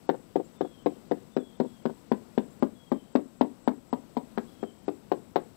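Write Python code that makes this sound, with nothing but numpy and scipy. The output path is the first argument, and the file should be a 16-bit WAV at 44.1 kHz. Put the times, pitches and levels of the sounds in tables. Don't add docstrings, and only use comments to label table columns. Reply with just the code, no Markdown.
import sys
import numpy as np
from scipy import signal
from scipy.fft import rfft
from scipy.io import wavfile
from scipy.ndimage import uniform_filter1d

SR = 44100
rng = np.random.default_rng(int(sys.argv[2]) if len(sys.argv) > 2 else 0)


def makeup_ratio(level_db):
    decades = np.asarray(level_db, float) / 20
    return 10 ** decades


def persist_wave(psi):
    counts = np.round(np.clip(psi, -1, 1) * 32767).astype(np.int16)
    wavfile.write(sys.argv[1], SR, np.atleast_2d(counts).T)


N = 245284

# f/Hz, level/dB per Hz
AIR_SPECTRUM = [(12, -58), (20, -14.5), (48, -14), (102, -8.5), (224, -2), (289, -8), (583, -15.5),
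                (1080, -21.5), (1690, -29), (4050, -31.5), (6710, -35.5), (7950, -41), (9150, -37.5),
                (15200, -38), (16500, -59)]
# t/s, knock level/dB, boom f/Hz, edge mode level/dB, crack level/dB
TAPS = [(0.0912, -5.5, 268.0, -7, -27), (0.3574, -6, 271, -12.5, -36.5), (0.6085, -9.0, 270, -17.5, -37.5),
        (0.86, -10, 280, -19, -32), (1.1125, -11.5, 271, -25, -32.5), (1.3658, -9.5, 260.6, -24.5, -33),
        (1.6003, -8.9, 245, -16.7, -33), (1.8542, -11.5, 239.6, -20.5, -33.5), (2.1159, -8, 248, -11, -31),
        (2.377, -8, 249.8, -14, -30), (2.6242, -11.4, 257, -12, -33), (2.9168, -14, 255, -14.5, -35),
        (3.1527, -7.7, 256, -11, -26), (3.41, -8.0, 254.5, -3.1, -28), (3.6755, -10, 246, -5, -28.5),
        (3.9281, -15.5, 239.4, -10.5, -35.5), (4.168, -16, 235.1, -10.7, -34),
        (4.3755, -15.5, 243, -18, -32), (4.629, -17.5, 255, -36, -41), (4.8805, -14, 281, -23, -36.5),
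        (5.1164, -7.5, 263, -8, -29.5), (5.3583, -7.5, 259, -4.5, -26.5)]
# t/s, level below its tap/dB
LATE_ECHOES = [(0.143, -17), (0.398, -10.5), (.648, -10), (1.647, -15), (1.896, -10), (2.665, -25),
               (2.959, -21.5), (3.19, -21.5), (3.447, -24), (3.712, -21), (5.385, -23)]
# from t/s, knock f/Hz, ring f/Hz, edge f/Hz, ground echo delay/ms
PLANKS = [
    (0, 469, 690, 860.0, 5.51),
    (0.75, 510, 712, 1057.0, 5.5),
    (1.25, 486, 630, 964.0, 5.3),
    (2, 489, 660, 952.0, 5.02),
    (2.5, 371, 535, 854, 4.94),
    (3.05, 420, 575, 906, 4.0),
    (3.8, 428, 600, 915, 4.0),
    (4.28, 488, 683, 959.0, 5.2),
    (5, 428.0, 574.0, 795, 5.6),
]
# boom and ring level re knock/dB, ground echo/dB, frame echo/dB, frame delay/ms
PLANK_ANSWERS = [(-5, -7, -2.5, -10, 13.1), (0.3, -3, -0.4, -2, 10.23), (-0.6, -8, -3, -8.8, 12.9),
                 (0.9, -6.0, -6, -12, 13.9), (5.5, 1.1, -1.5, -8, 14.5), (2.5, 1.3, -9, -12, 13.9),
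                 (1.4, -0.7, -4, -9, 11.2), (1.1, -3, -3.5, -3.5, 10.0), (-7.5, -16, -0.8, -13, 16.4)]
FASTENINGS_DB = [-15.5, -15.5, -16.5, -18, -9, -17.5, -13, -15.5, -12.5]
# f/Hz, width/Hz, level/dB
CRACK_MODES = [(1060, 160, 7.5), (1560, 482, 4), (2120, 830, -2), (3480, 910, -5.5), (4660, 1950, -13.5)]
# f/Hz, t60/s
HULL_DECAY = [(120, 0.27), (320, 0.25), (840, 0.15), (2200, 0.23), (5800, 0.038)]
# delay/ms, dull knock level/dB, crack level/dB
FAR_RETURNS = [(12.206, -8.5, -13), (22.85, -9.5, -25), (42.07, -18, -30), (59.0, -21, -38),
               (103.0, -27, -42)]
# t/s, level/dB
FLAKES = [
    (0.674, -51.5),
    (1.298, -66.5),
]
# t/s, level/dB
CHIPS = [
    (.443, -60),
    (2.504, -63),
    (4.612, -67),
]
# t/s, length/s, first f/Hz, last f/Hz, level/dB
WHISTLES = [
    (0.557, 0.27, 3536, 3051, -64),
    (1.309, .24, 3566, 3190, -65),
    (1.53, 0.28, 3560, 3180, -70),
    (2.749, .28, 3360, 3050, -64.5),
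    (4.47, .25, 3367, 3067, -65),
]
# delay/s, level/dB
TREE_ECHOES = [(.016, -7.5), (.06, -13), (.1, -12), (.14, -12), (.19, -14)]

AIR_DB = -57
CHORUS_DB, UNEVEN_DB = -73, 0.8
THROB_HZ, THROB_PEAK_S, THROB_DB, THROB_LEAN = 3.98, 0.17, 2.5, 0.18
SIGNS, T60_S = (1, -1, -1, 1), (0.067, 0.033, 0.022, 0.019)
CONTACT_HZ, RADIATION_HZ = 1120, 151.7
CRACK_T60_S, CRACK_DB = 0.017, 10.5
SLAP_MS, SLAP_SPREAD_MS, SLAP_DB = 5.4, 0.4, 1.2
TAIL_DB, FAR_SIDE_HZ = -11, 416
WHISTLE_BEND, WHISTLE_SWELL_DB, WHISTLE_EDGE_S = 1.3, 3, 0.0085
CHIP_S, CHIP_LOW_HZ, CHIP_TOP_HZ, CHIP_RISE_S = 0.017, 5900, 7550, 0.0032
CONVERTER_HZ, MIRROR_DB, CUTOFF_HZ = 16000, -6, 16050
BLOCK, BLOCK_START, BLOCK_LEAD = 1024, 930, 400


def rms_one(x):
    return x / np.sqrt(np.mean(x ** 2) + 1e-20)


def at_hz(points, hz):
    points_hz, values = np.array(points)[:, 0], np.array(points)[:, 1]
    return np.interp(np.log(hz), np.log(points_hz), values)


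def drift(rate_hz):
    r = np.exp(-80 * np.pi * rate_hz / SR)
    white = rng.standard_normal(N // 40 + 2002)
    slow = signal.lfilter([1], [1, -2 * r, r * r], white)[2000:]
    return np.interp(np.arange(N) / 40, np.arange(len(slow)), rms_one(slow))


def band(x, low_hz, high_hz):
    return signal.sosfilt(signal.butter(2, [low_hz, high_hz], "band", fs=SR, output="sos"), x)


def one_pole(x, hz):
    r = np.exp(-2 * np.pi * hz / SR)
    return signal.lfilter([1 - r], [1, -r], x)


def resonate(x, hz, width_hz):
    r = np.exp(-np.pi * width_hz / SR)
    zeros = np.array([1, 0, -1]) * (1 - r * r) / 2
    poles = [1, -2 * r * np.cos(2 * np.pi * hz / SR), r * r]
    return signal.lfilter(zeros, poles, x)


def add(track, sound, s):
    at = round(s * SR)
    track[at:at + len(sound)] += sound[:len(track) - at]


def air(patchy_db):
    edges_hz = 16 * 2 ** np.arange(0, 10.1, .5)
    white, together = rng.standard_normal((2, N)), drift(1.5)
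    out = 0
    for k, (low, high) in enumerate(zip(edges_hz, edges_hz[1:])):
        flicker_db = patchy_db * (1.5 * together + drift(9.3))
        gain = makeup_ratio(at_hz(AIR_SPECTRUM, np.sqrt(low * high)) + flicker_db)
        out = out + gain * band(white[k % 2], low, high)
    return makeup_ratio(AIR_DB + 7) * rms_one(out)


def insects(hz, width_hz, pulse_hz, depth):
    turn = 2 * np.pi * THROB_HZ * (np.arange(N) / SR - THROB_PEAK_S)
    throb_db = THROB_DB * (np.cos(turn) - THROB_LEAN * np.sin(2 * turn))
    db = CHORUS_DB + throb_db + UNEVEN_DB * drift(11.0)
    stroke_hz = pulse_hz * (1 + 0.018 * drift(3.7))
    strokes = 1 + depth * np.sin(2 * np.pi * np.cumsum(stroke_hz) / SR)
    rasp = resonate(rng.standard_normal(N), hz, width_hz)
    rasp = resonate(rasp, hz, width_hz)
    return makeup_ratio(db + 5.5) * rms_one(rasp * strokes)


def mode(age, hz, db, t60_s):
    return makeup_ratio(db - 60 * age / t60_s) * np.sin(2 * np.pi * hz * age)


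def plank(modes_hz, modes_db, ground_ms, ground_db, frame_ms, frame_db, shoulder_db):
    age = np.arange(SR // 8) / SR
    direct = sum(sign * mode(age, hz, db, t60_s)
                 for sign, hz, db, t60_s in zip(SIGNS, modes_hz, modes_db, T60_S))
    direct = direct + mode(age, 174.7, modes_db[1] - 24, 0.09)
    direct = direct - mode(age, 1146, max(modes_db) + shoulder_db, 0.015)
    direct = one_pole(one_pole(direct, CONTACT_HZ), CONTACT_HZ)
    for _ in range(2):
        direct = direct - one_pole(direct, RADIATION_HZ)
    heard = direct.copy()
    add(heard, makeup_ratio(ground_db) * direct, ground_ms / 1000)
    add(heard, makeup_ratio(frame_db) * direct, frame_ms / 1000)
    return heard


def crack(noise, db):
    burst = noise * makeup_ratio(db + CRACK_DB - 60 * np.arange(len(noise)) / SR / CRACK_T60_S)
    return sum((-1) ** k * makeup_ratio(level_db) * resonate(burst, hz, width_hz)
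               for k, (hz, width_hz, level_db) in enumerate(CRACK_MODES))


def under_hull():
    age = np.arange(SR // 2) / SR
    edges_hz = 90 * 2 ** np.arange(0, 6.6, .5)
    white = rng.standard_normal((2, len(age)))
    dying = 0
    for k, (low, high) in enumerate(zip(edges_hz, edges_hz[1:])):
        t60_s = at_hz(HULL_DECAY, np.sqrt(low * high))
        dying = dying + band(white[k % 2], low, high) * makeup_ratio(-60 * age / t60_s)
    dying = dying * np.clip((age - .005) / 0.013, 0, 1)
    return dying / np.sqrt(np.mean(np.abs(rfft(dying)[50:1500]) ** 2))


def hammer():
    out = np.zeros(N)
    noise = rng.standard_normal((len(TAPS), 2, 1200))
    noise = signal.sosfilt(signal.butter(4, 5600, fs=SR, output="sos"), noise)
    spaces = [under_hull() for _ in PLANKS]
    for (s, db, boom_hz, edge_db, crack_db), (tick, slap) in zip(TAPS, noise):
        which = sum(s > row[0] for row in PLANKS) - 1
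        _, *upper_hz, ground_ms = PLANKS[which]
        boom_db, ring_db, ground_db, frame_db, frame_ms = PLANK_ANSWERS[which]
        modes_db = (db + boom_db, db, db + ring_db, edge_db)
        body = plank((boom_hz, *upper_hz), modes_db, ground_ms, ground_db, frame_ms, frame_db,
                     FASTENINGS_DB[which])
        tap = body.copy()
        add(tap, crack(tick, crack_db), 0)
        slap_ms = SLAP_MS + SLAP_SPREAD_MS * rng.uniform(-1, 1)
        add(tap, crack(slap, crack_db + SLAP_DB), slap_ms / 1000)
        bright = tap - body
        add(out, tap, s)
        dull = one_pole(one_pole(body, FAR_SIDE_HZ), FAR_SIDE_HZ)
        for lag_ms, dull_db, bright_db in FAR_RETURNS:
            add(out, makeup_ratio(dull_db) * dull + makeup_ratio(bright_db) * bright, s + lag_ms / 1000)
        first_ms = makeup_ratio(-800 * np.arange(len(tap)) / SR)
        add(out, makeup_ratio(TAIL_DB) * signal.fftconvolve(tap * first_ms, spaces[which]), s)
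        for again, below_db in LATE_ECHOES:
            if 0 < again - s < .1:
                add(out, makeup_ratio(below_db) * (body + 0.52 * bright), again)
    for (s, db), tick in zip(FLAKES, noise[:, 0]):
        add(out, crack(tick, db), s)
    return signal.sosfilt(signal.butter(2, 90, "high", fs=SR, output="sos"), out)


def note(hz, db, edge_s):
    age = np.arange(len(hz)) / SR
    pitch_hz = hz * (1 + 0.00694 * drift(68)[:len(hz)])
    ends = np.clip(np.minimum(age, age[-1] - age) / edge_s, 0, 1)
    return ends * makeup_ratio(db) * np.sqrt(2) * np.sin(2 * np.pi * np.cumsum(pitch_hz) / SR)


def birds(flutter_db):
    whistled = np.zeros(N)
    for s, length_s, first_hz, last_hz, db in WHISTLES:
        done = np.linspace(0, 1, round(length_s * SR))
        hz = first_hz + (last_hz - first_hz) * done ** WHISTLE_BEND
        add(whistled, note(hz, db + WHISTLE_SWELL_DB * (done - 1), WHISTLE_EDGE_S), s)
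    heard = whistled * makeup_ratio(flutter_db * drift(20.5))
    for lag_s, db in TREE_ECHOES:
        add(heard, makeup_ratio(db) * whistled * makeup_ratio(flutter_db * drift(40)), lag_s)
    age = np.arange(round(CHIP_S * SR)) / SR
    chip_hz = CHIP_TOP_HZ - (CHIP_TOP_HZ - CHIP_LOW_HZ) * np.exp(-age / CHIP_RISE_S)
    for s, db in CHIPS:
        chip = note(chip_hz, db, .003)
        add(heard, chip, s)
        add(heard, makeup_ratio(-2) * chip, s + .013)
    return heard


def hush_top(x, above_hz, loss_db, hold_s):
    keep = np.ones(N)
    for s, *_ in TAPS:
        start = (round(s * SR) - BLOCK_LEAD - BLOCK_START) // BLOCK * BLOCK + BLOCK_START
        keep[start:round((s + hold_s) * SR)] = makeup_ratio(loss_db)
    top = signal.sosfiltfilt(signal.butter(8, above_hz, "high", fs=SR, output="sos"), x)
    return x - top * (1 - uniform_filter1d(keep, size=128))


def scene():
    sound = air(patchy_db=.6)
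    sound = sound + insects(hz=7845, width_hz=830, pulse_hz=44.6, depth=0.28)
    sound = sound + hammer() + birds(flutter_db=3.2)
    return np.array([sound, np.zeros(N)])


def low_pass(x):
    return signal.sosfilt(signal.butter(12, 16980, fs=SR, output="sos"), x)


def record(dry):
    slope = np.diff(one_pole(dry, 2500), prepend=0) * SR / (2 * np.pi * CONVERTER_HZ)
    mirror = 2 * slope * np.cos(2 * np.pi * CONVERTER_HZ * np.arange(N) / SR)
    mirror = signal.sosfilt(signal.cheby2(8, 50, [9000, 16100], "band", fs=SR, output="sos"), mirror)
    heard = hush_top(dry, above_hz=8900, loss_db=-32, hold_s=0.004)
    heard = heard + makeup_ratio(MIRROR_DB) * mirror
    mix = signal.sosfilt(signal.cheby2(14, 45, CUTOFF_HZ, fs=SR, output="sos"), heard)
    return low_pass(mix)


dry = scene()
out = record(dry)
persist_wave(out)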